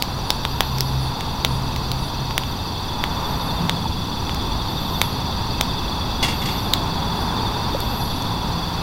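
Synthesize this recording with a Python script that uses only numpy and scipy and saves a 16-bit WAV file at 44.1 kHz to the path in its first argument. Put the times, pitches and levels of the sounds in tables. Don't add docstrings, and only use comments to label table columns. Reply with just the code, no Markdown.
import sys
import numpy as np
from scipy import signal
from scipy.fft import rfft, irfft, next_fast_len
from scipy.io import wavfile
from scipy.ndimage import uniform_filter1d

SR = 44100
rng = np.random.default_rng(int(sys.argv[2]) if len(sys.argv) > 2 else 0)


def waveform_to_disk(signal):
    frames = np.transpose(np.atleast_2d(signal))
    scaled = np.clip(frames, -1, 1) * 32767
    samples = np.round(scaled).astype(np.int16)
    wavfile.write(sys.argv[1], SR, samples)


N = 388962
TIME = np.arange(N) / SR


def from_db(db):
    return 10 ** (np.asarray(db) / 20)


def rms_one(x):
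    return x / np.sqrt(np.mean(x ** 2) + 1e-20)


def in_time(rows):
    s, *columns = np.transpose(rows)
    return [np.interp(TIME, s, column) for column in columns]


def add(out, s, sound):
    at = int(np.clip(round(s * SR), 0, N))
    out[at:at + len(sound)] += sound[:N - at]


def drift(rate):
    knots = rng.standard_normal(4096)
    return rms_one(np.interp(TIME * rate, np.arange(len(knots)), knots))


def shaped_noise(gain_at):
    size = next_fast_len(N)
    hz = np.maximum(np.fft.rfftfreq(size, 1 / SR), 1)
    spectrum = rfft(rng.standard_normal(size)) * gain_at(hz)
    return rms_one(irfft(spectrum, size)[:N])


def coloured(points):
    at, db = np.transpose(points)
    return shaped_noise(lambda hz: from_db(np.interp(np.log(hz), np.log(at), db)))


def ring(t, hz, t60):
    return np.sin(2 * np.pi * hz * t) * from_db(-60 * t / t60)


def band(x, low_hz, high_hz):
    edges = [low_hz, min(high_hz, .45 * SR)]
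    return signal.sosfilt(signal.butter(2, edges, "band", fs=SR, output="sos"), x)


def high_pass(x, hz):
    return signal.sosfilt(signal.butter(1, hz, "high", fs=SR, output="sos"), x)


def clearing(x, wet_db, t60):
    t = np.arange(SR // 2) / SR
    tail = rng.standard_normal(len(t)) * from_db(-60 * t / t60) * (t > .004)
    return x + from_db(wet_db) * signal.fftconvolve(x, tail / np.linalg.norm(tail))[:N]


def pop(splinter_hz, splinter_t60, thump_db, crack_db, snap_db):
    t = np.arange(SR // 20) / SR
    grit = rng.standard_normal((2, len(t)))
    thump = from_db(thump_db) * ring(t, hz=950, t60=.0035)
    crack = from_db(crack_db) * ring(t, hz=2000, t60=.0026)
    body = crack - thump - ring(t, splinter_hz, splinter_t60)
    sparkle = band(grit[0], 4660, 8360) + band(grit[1], 10200, 18500)
    snap = from_db(snap_db - 6 - 60 * t / .0086) * sparkle
    rattle = from_db(-18 - 60 * t / .015) * rms_one(band(grit[1], 820, 4900))
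    return high_pass(body + snap + rattle, 250)


# (re level, before the 6 dB cut in pop)
RESIN_POPS = [(0.0233, 0, 4180, -7, -9, -3), (.1900, -22, 3630, 9, -5, -12),
              (0.3043, 1.5, 3700, -11, -22, -7), (0.3044, 0, 5450, -12, -19, -8),
              (.4513, -4.5, 3640, 1.5, 2, -10), (0.6066, 4, 3450, 2.5, 1.5, -6.5),
              (0.7842, -11.5, 5410, -9, -5, -3), (.8070, -1.5, 5240, -19, -26, -2),
              (1.2083, -14, 3450, 1, 3, -3), (1.4484, 5, 3670, -2.5, -3, -8),
              (1.7620, -11.5, 4010, -7, -3, -4.5), (1.9165, -8, 4084, -13, -20, -2.5),
              (2.3088, -17, 3400, 5, 2, -11), (2.3794, 0, 3500, -3, .5, -2.5),
              (2.4355, -13.5, 3305, -4, -5, -14), (3.0392, -5, 3430, 2.5, 4.5, -10),
              (3.6953, 0, 3660, -2.5, -1, -9.5), (4.2946, -11.5, 3500, 1, 0, -20),
              (4.346, -18, 5550, -8, 0, 2), (5.0156, 5, 3620, -4, -.5, -3), (5.6108, 2.5, 3600, -2, -3, -3),
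              (6.7364, 7, 3800, -24, -31, -7), (7.804, -21, 5430, -10, 0, 9),
              (8.2230, -26, 6000, -11, -11, 7)]
# frequency_hz, level_db (relative)
FLAME_SPECTRUM = [(10, 2), (25, -10.5), (45, -2), (65, -3.5), (90, -9.5), (150, -36), (400, -24.5),
                  (2000, -75)]
SPLINTER_T60_S = .004
TICK_COUNT, TICK_LOUDEST_DB, TICK_RANGE_DB = 40, -33, 8


def fire():
    out = np.zeros(N)
    for s, db, hz, thump_db, crack_db, snap_db in RESIN_POPS:
        add(out, s, from_db(db) * pop(hz, SPLINTER_T60_S, thump_db, crack_db, snap_db))
    for when, size, pitch in rng.random(size=(TICK_COUNT, 3)):
        tick = pop(3000 + 3000 * pitch, .003, thump_db=0, crack_db=-2, snap_db=-7)
        add(out, when * N / SR, from_db(TICK_LOUDEST_DB - TICK_RANGE_DB * size) * tick)
    return clearing(out, wet_db=-17, t60=.2) + from_db(-31) * coloured(FLAME_SPECTRUM)


# start_s, level_db (of the force), t60_s
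SCRAPE_BURSTS = [(6.226, -14, .26), (6.283, -25.5, 0.23), (6.415, -28.5, .25), (6.456, -20.5, 0.11),
                 (6.485, -32, 0.76)]
# frequency_hz, level_db (relative)
RUB_SPECTRUM = [(400, -5), (1000, 2.5), (1700, -16), (2100, -8), (2450, -4), (2800, -5), (3350, -7),
                (4500, -5), (7000, -12), (10000, -18), (16000, -25)]
# frequency_hz, level_db (relative), t60_s
MUG_RESONANCES = [(2130, -2.5, 0.021), (2270, -0.5, 0.014), (2788, 3, 0.022), (3360, 3, 0.032),
                  (4420, -9, .015), (7200, -13, .008)]
# start_s, pitch_hz, level_db (before the softened onset), t60_s
SOFT_KNOCKS = [(3.855, 900, -7, 0.028), (7.7478, 550, -2.5, 0.022)]
RUB_DB, MUG_RING_DB, GRAINS_PER_S = -2, -4, 2500


def handling():
    t, force = np.arange(SR // 2) / SR, np.zeros(N)
    for s, db, t60 in SCRAPE_BURSTS:
        add(force, s, from_db(db - 60 * t / t60) * (1 - np.exp(-t / .0008)))
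    rub = rms_one(coloured(RUB_SPECTRUM) * from_db(4 * drift(2000)))
    out = from_db(RUB_DB) * force * rub
    grains = rng.standard_normal(N) * (rng.random(N) < GRAINS_PER_S / SR)
    grit = force * rms_one(grains)
    mug = sum(from_db(db) * ring(t, hz, t60) for hz, db, t60 in MUG_RESONANCES)
    out += from_db(MUG_RING_DB) * signal.fftconvolve(grit, mug / np.linalg.norm(mug))[:N]
    for s, hz, db, t60 in SOFT_KNOCKS:
        soft_onset = 1 - np.exp(-t / .0024)
        add(out, s, from_db(db) * ring(t, hz, t60) * soft_onset)
    return out


# first_s, last_s, period_s, level_db (mean of the chirps' peaks)
CHIRP_BOUTS = [(2.457, 2.78, .074, -34), (2.84, 3.2, .055, -32), (3.253, 3.62, 0.083, -28.5),
               (3.72, 4.2, .051, -31), (4.266, 4.55, .051, -30.5), (4.609, 5.06, 0.087, -29.5),
               (5.17, 5.47, .052, -32), (5.534, 5.81, 0.083, -29), (5.881, 6.36, 0.046, -30),
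               (6.419, 6.69, .082, -29), (6.773, 7.25, .0505, -29.5), (7.298, 7.83, .087, -29.5),
               (7.869, 8.05, .049, -30), (8.111, 8.44, .051, -30.5), (8.534, 8.81, .05, -31)]
QUICK_PERIOD_S, DUTY = .05, .57
CHIRP_TOP_HZ, CHIRP_END_HZ = 3540, 3343
TOP_RISE_HZ, END_DROP_HZ, ARCH_HZ = 222, 150, 120


def near_cricket():
    out = np.zeros(N)
    for first, last, period, db in CHIRP_BOUTS:
        slowness = np.log2(period / QUICK_PERIOD_S)
        top_hz = CHIRP_TOP_HZ + TOP_RISE_HZ * slowness
        end_hz = CHIRP_END_HZ - END_DROP_HZ * slowness
        stroke = np.linspace(0, 1, int(DUTY * period * SR))
        glide_hz = top_hz + (end_hz - top_hz) * stroke ** 1.174
        for s, chance in zip(np.arange(first, last, period), rng.standard_normal(size=(32, 3))):
            arch_hz = ARCH_HZ * slowness * np.sin(np.pi * (s - first) / (last - first))
            hz = glide_hz + arch_hz + 15 * chance[0]
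            chirp = np.sin(np.pi * stroke) * np.sin(2 * np.pi * np.cumsum(hz) / SR)
            start = s - DUTY * period / 2 + .001 * chance[1]
            add(out, start, from_db(db + 1.6 * chance[2]) * chirp)
    return clearing(out, wet_db=-10, t60=.25)


TRILL_HZ, TRILL_PERIOD_S, TRILL_PEAK_S, TRILL_DB = 5850, .05276, .039, -49


def high_cricket():
    hz = TRILL_HZ + 10 * drift(.97)
    stroke = ((TIME - TRILL_PEAK_S) / TRILL_PERIOD_S + .5 + .03 * drift(1.795)) % 1
    pulse_hz = hz - 70 * (stroke - .5) + 45 * drift(400)
    tone = np.sin(2 * np.pi * np.cumsum(pulse_hz) / SR)
    song = np.sin(np.pi * stroke) ** 5 * tone * from_db(.8 * drift(15))
    return from_db(TRILL_DB) * rms_one(clearing(song, wet_db=-13, t60=.15))


def buzz(length, first_hz, last_hz, glide_s, rate, strike_s):
    t = np.arange(SR // 250) / SR
    out = np.zeros(int(length * SR) + len(t) + SR // 100)
    wander_hz, surge_db = 170 * drift(25), 2 * drift(20)
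    pace = rate * (1 + .008 * rng.standard_normal())
    for s, chance in zip(np.arange(0, length, 1 / pace), rng.standard_normal(size=(256, 2))):
        at = int(s * SR)
        glide = np.cos(np.pi / 2 * min(s / glide_s, 1)) ** 2
        hz = last_hz + (first_hz - last_hz) * glide + wander_hz[at]
        swell = np.sin(np.pi * (s / length) ** 1.07)
        force = swell * from_db(.5 * chance[0] + surge_db[at])
        lag = t - t[-1] / 2 + at / SR - s
        tone = np.cos(2 * np.pi * hz * lag + .5 * chance[1])
        out[at:at + len(t)] += force * np.exp(-np.abs(lag) / strike_s) * tone
    return rms_one(out)


# start_s, length_s, level_db (rms before scattering)
LONG_BUZZES = [(0.358, .68, -48.5), (2.258, 0.44, -56.5), (2.994, 0.72, -50), (4.609, 0.67, -47),
               (6.202, 0.64, -46.5), (7.637, 0.72, -47.5)]
# start_s, pitch_hz (middle of the fall)
SHORT_LISPS = [(.23, 10100), (.96, 10200), (1.44, 10280), (1.95, 10100), (7.12, 11300), (7.95, 10500)]
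BUZZ_FIRST_HZ, BUZZ_LAST_HZ, BUZZ_GLIDE_S, BUZZ_STRIKES_PER_S = 13200, 11530, .46, 290
LISP_S, LISP_FALL_HZ, LISP_STRIKES_PER_S, LISP_DB = .16, 350, 310, -51.5


def katydids():
    out = np.zeros(N)
    for start, length, db in LONG_BUZZES:
        call = buzz(length, BUZZ_FIRST_HZ, BUZZ_LAST_HZ, BUZZ_GLIDE_S, BUZZ_STRIKES_PER_S, strike_s=.00033)
        add(out, start, from_db(db) * call)
    for start, hz in SHORT_LISPS:
        first_hz, last_hz = hz + LISP_FALL_HZ / 2, hz - LISP_FALL_HZ / 2
        lisp = buzz(LISP_S, first_hz, last_hz, LISP_S, LISP_STRIKES_PER_S, strike_s=.00012)
        add(out, start, from_db(LISP_DB) * lisp)
    return clearing(out, wet_db=-6, t60=.06)


# pitch_hz, width_hz, level_db (before the swell), flutter_db (sign immaterial)
CRICKET_BANDS = [(2614, 53, -51, 3), (2744, 15, -58.5, -4), (2655, 144, -48.5, -1), (3499, 15, -44.5, -1),
                 (3566, 320, -38.5, 0.84), (3730, 50, -50, 2.5), (4350, 250, -43, 2.5), (4605, 276, -37, 1),
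                 (5620, 260, -51.5, 2.5)]
# time_s, level_db (only its course about the mean is used, times 0.94)
CRICKET_SWELL = [(0.0, -34.5), (0.39, -32), (4.27, -32.5), (4.42, -31), (6.76, -30.5), (7.05, -31),
                 (8.82, -31.5)]


def chorus():
    out = np.zeros(N)
    for centre, width, level_db, flutter_db in CRICKET_BANDS:
        voices = shaped_noise(lambda hz: np.exp(-.5 * ((hz - centre) / width) ** 2))
        out += from_db(level_db) * rms_one(voices * from_db(flutter_db * drift(55)))
    db, = in_time(CRICKET_SWELL)
    return out * from_db(.94 * (db - np.mean(db)))


def engine(rows, half_order_db):
    hz, db = in_time(rows)
    phase = 2 * np.pi * np.cumsum(hz + drift(8)) / SR
    sounding = (TIME >= rows[0][0]) & (TIME <= rows[-1][0])
    heard = uniform_filter1d(1. * sounding, size=4410)
    tone = np.sin(phase) + from_db(half_order_db) * np.sin(phase / 2)
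    return heard * from_db(db + drift(10)) * np.sqrt(2) * tone


# time_s, tyre_rush_db, rumble_db (both before the trims below)
TRAFFIC = [(0.0, -33, -32.5), (0.42, -33, -33), (0.86, -33.5, -32.5), (1.2, -32.5, -33), (1.77, -33, -29.5),
           (2.01, -33, -33.5), (2.8, -34, -31.5), (3.19, -29.5, -31), (3.66, -30.5, -28.5),
           (3.93, -35, -30.5), (4.27, -32, -30), (6.11, -31.5, -30), (6.24, -31.5, -29), (7.47, -28, -29),
           (8.06, -31, -29), (8.82, -30.5, -31)]
# frequency_hz, level_db (relative)
TYRE_SPECTRUM = [(250, -9), (400, -6.5), (600, -8.5), (780, -1.5), (950, 3), (1200, -5.5), (1600, -13),
                 (2300, -20.5), (4000, -29.5), (8000, -38)]
# frequency_hz, level_db (relative)
RUMBLE_SPECTRUM = [(20, -3.5), (60, -2.5), (100, 1), (190, -3), (260, -6), (350, -13), (600, -21),
                   (1500, -44)]
# time_s, firing_rate_hz, level_db (rms of the firing line)
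ENGINE_DRONE = [(0.1, 131.2, -29.5), (0.27, 131.2, -40), (0.97, 131.2, -21.5), (1.13, 131, -31.5),
                (1.16, 131.3, -45), (1.57, 130.8, -24.5), (1.83, 132.6, -35), (1.93, 131.1, -27),
                (2.13, 129.9, -38.5), (2.22, 131.3, -27), (2.55, 131.1, -38)]
# peak_s, firing_rate_hz, level_db
FAST_ENGINE_SWELLS = [(3.65, 170.5, -31.5), (6.92, 167.5, -33), (8.62, 167, -29)]
TYRE_TRIM_DB, RUMBLE_TRIM_DB = 2, 3.5
SWELL_RISE_S, SWELL_FALL_S, SWELL_DEPTH_DB = .33, .6, 11


def road():
    rush_db, low_db = in_time(TRAFFIC)
    out = from_db(rush_db + TYRE_TRIM_DB) * coloured(TYRE_SPECTRUM)
    out += from_db(low_db + RUMBLE_TRIM_DB) * coloured(RUMBLE_SPECTRUM)
    for s, hz, db in FAST_ENGINE_SWELLS:
        start = (s - SWELL_RISE_S, hz, db - SWELL_DEPTH_DB)
        end = (s + SWELL_FALL_S, hz, db - SWELL_DEPTH_DB)
        out += engine([start, (s, hz, db), end], half_order_db=-9.5)
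    return out + engine(ENGINE_DRONE, half_order_db=-6)


# frequency_hz, level_db (relative)
HISS_SPECTRUM = [(300, -8), (2000, 5.5), (5000, 9.5), (6500, 4), (9000, -2), (12000, 4), (15500, -0.5)]


def air():
    return from_db(-44) * coloured(HISS_SPECTRUM)


def scene():
    insects = near_cricket() + high_cricket() + katydids() + chorus()
    return (fire() + handling() + insects + road() + air())[None, :]


def record(dry):
    steady = high_pass(dry, 8)
    clipped = steady / (1 + steady ** 8) ** (1 / 8)
    return signal.sosfilt(signal.ellip(12, .1, 80, 15800, fs=SR, output="sos"), clipped)


dry = scene()
out = record(dry)
waveform_to_disk(out)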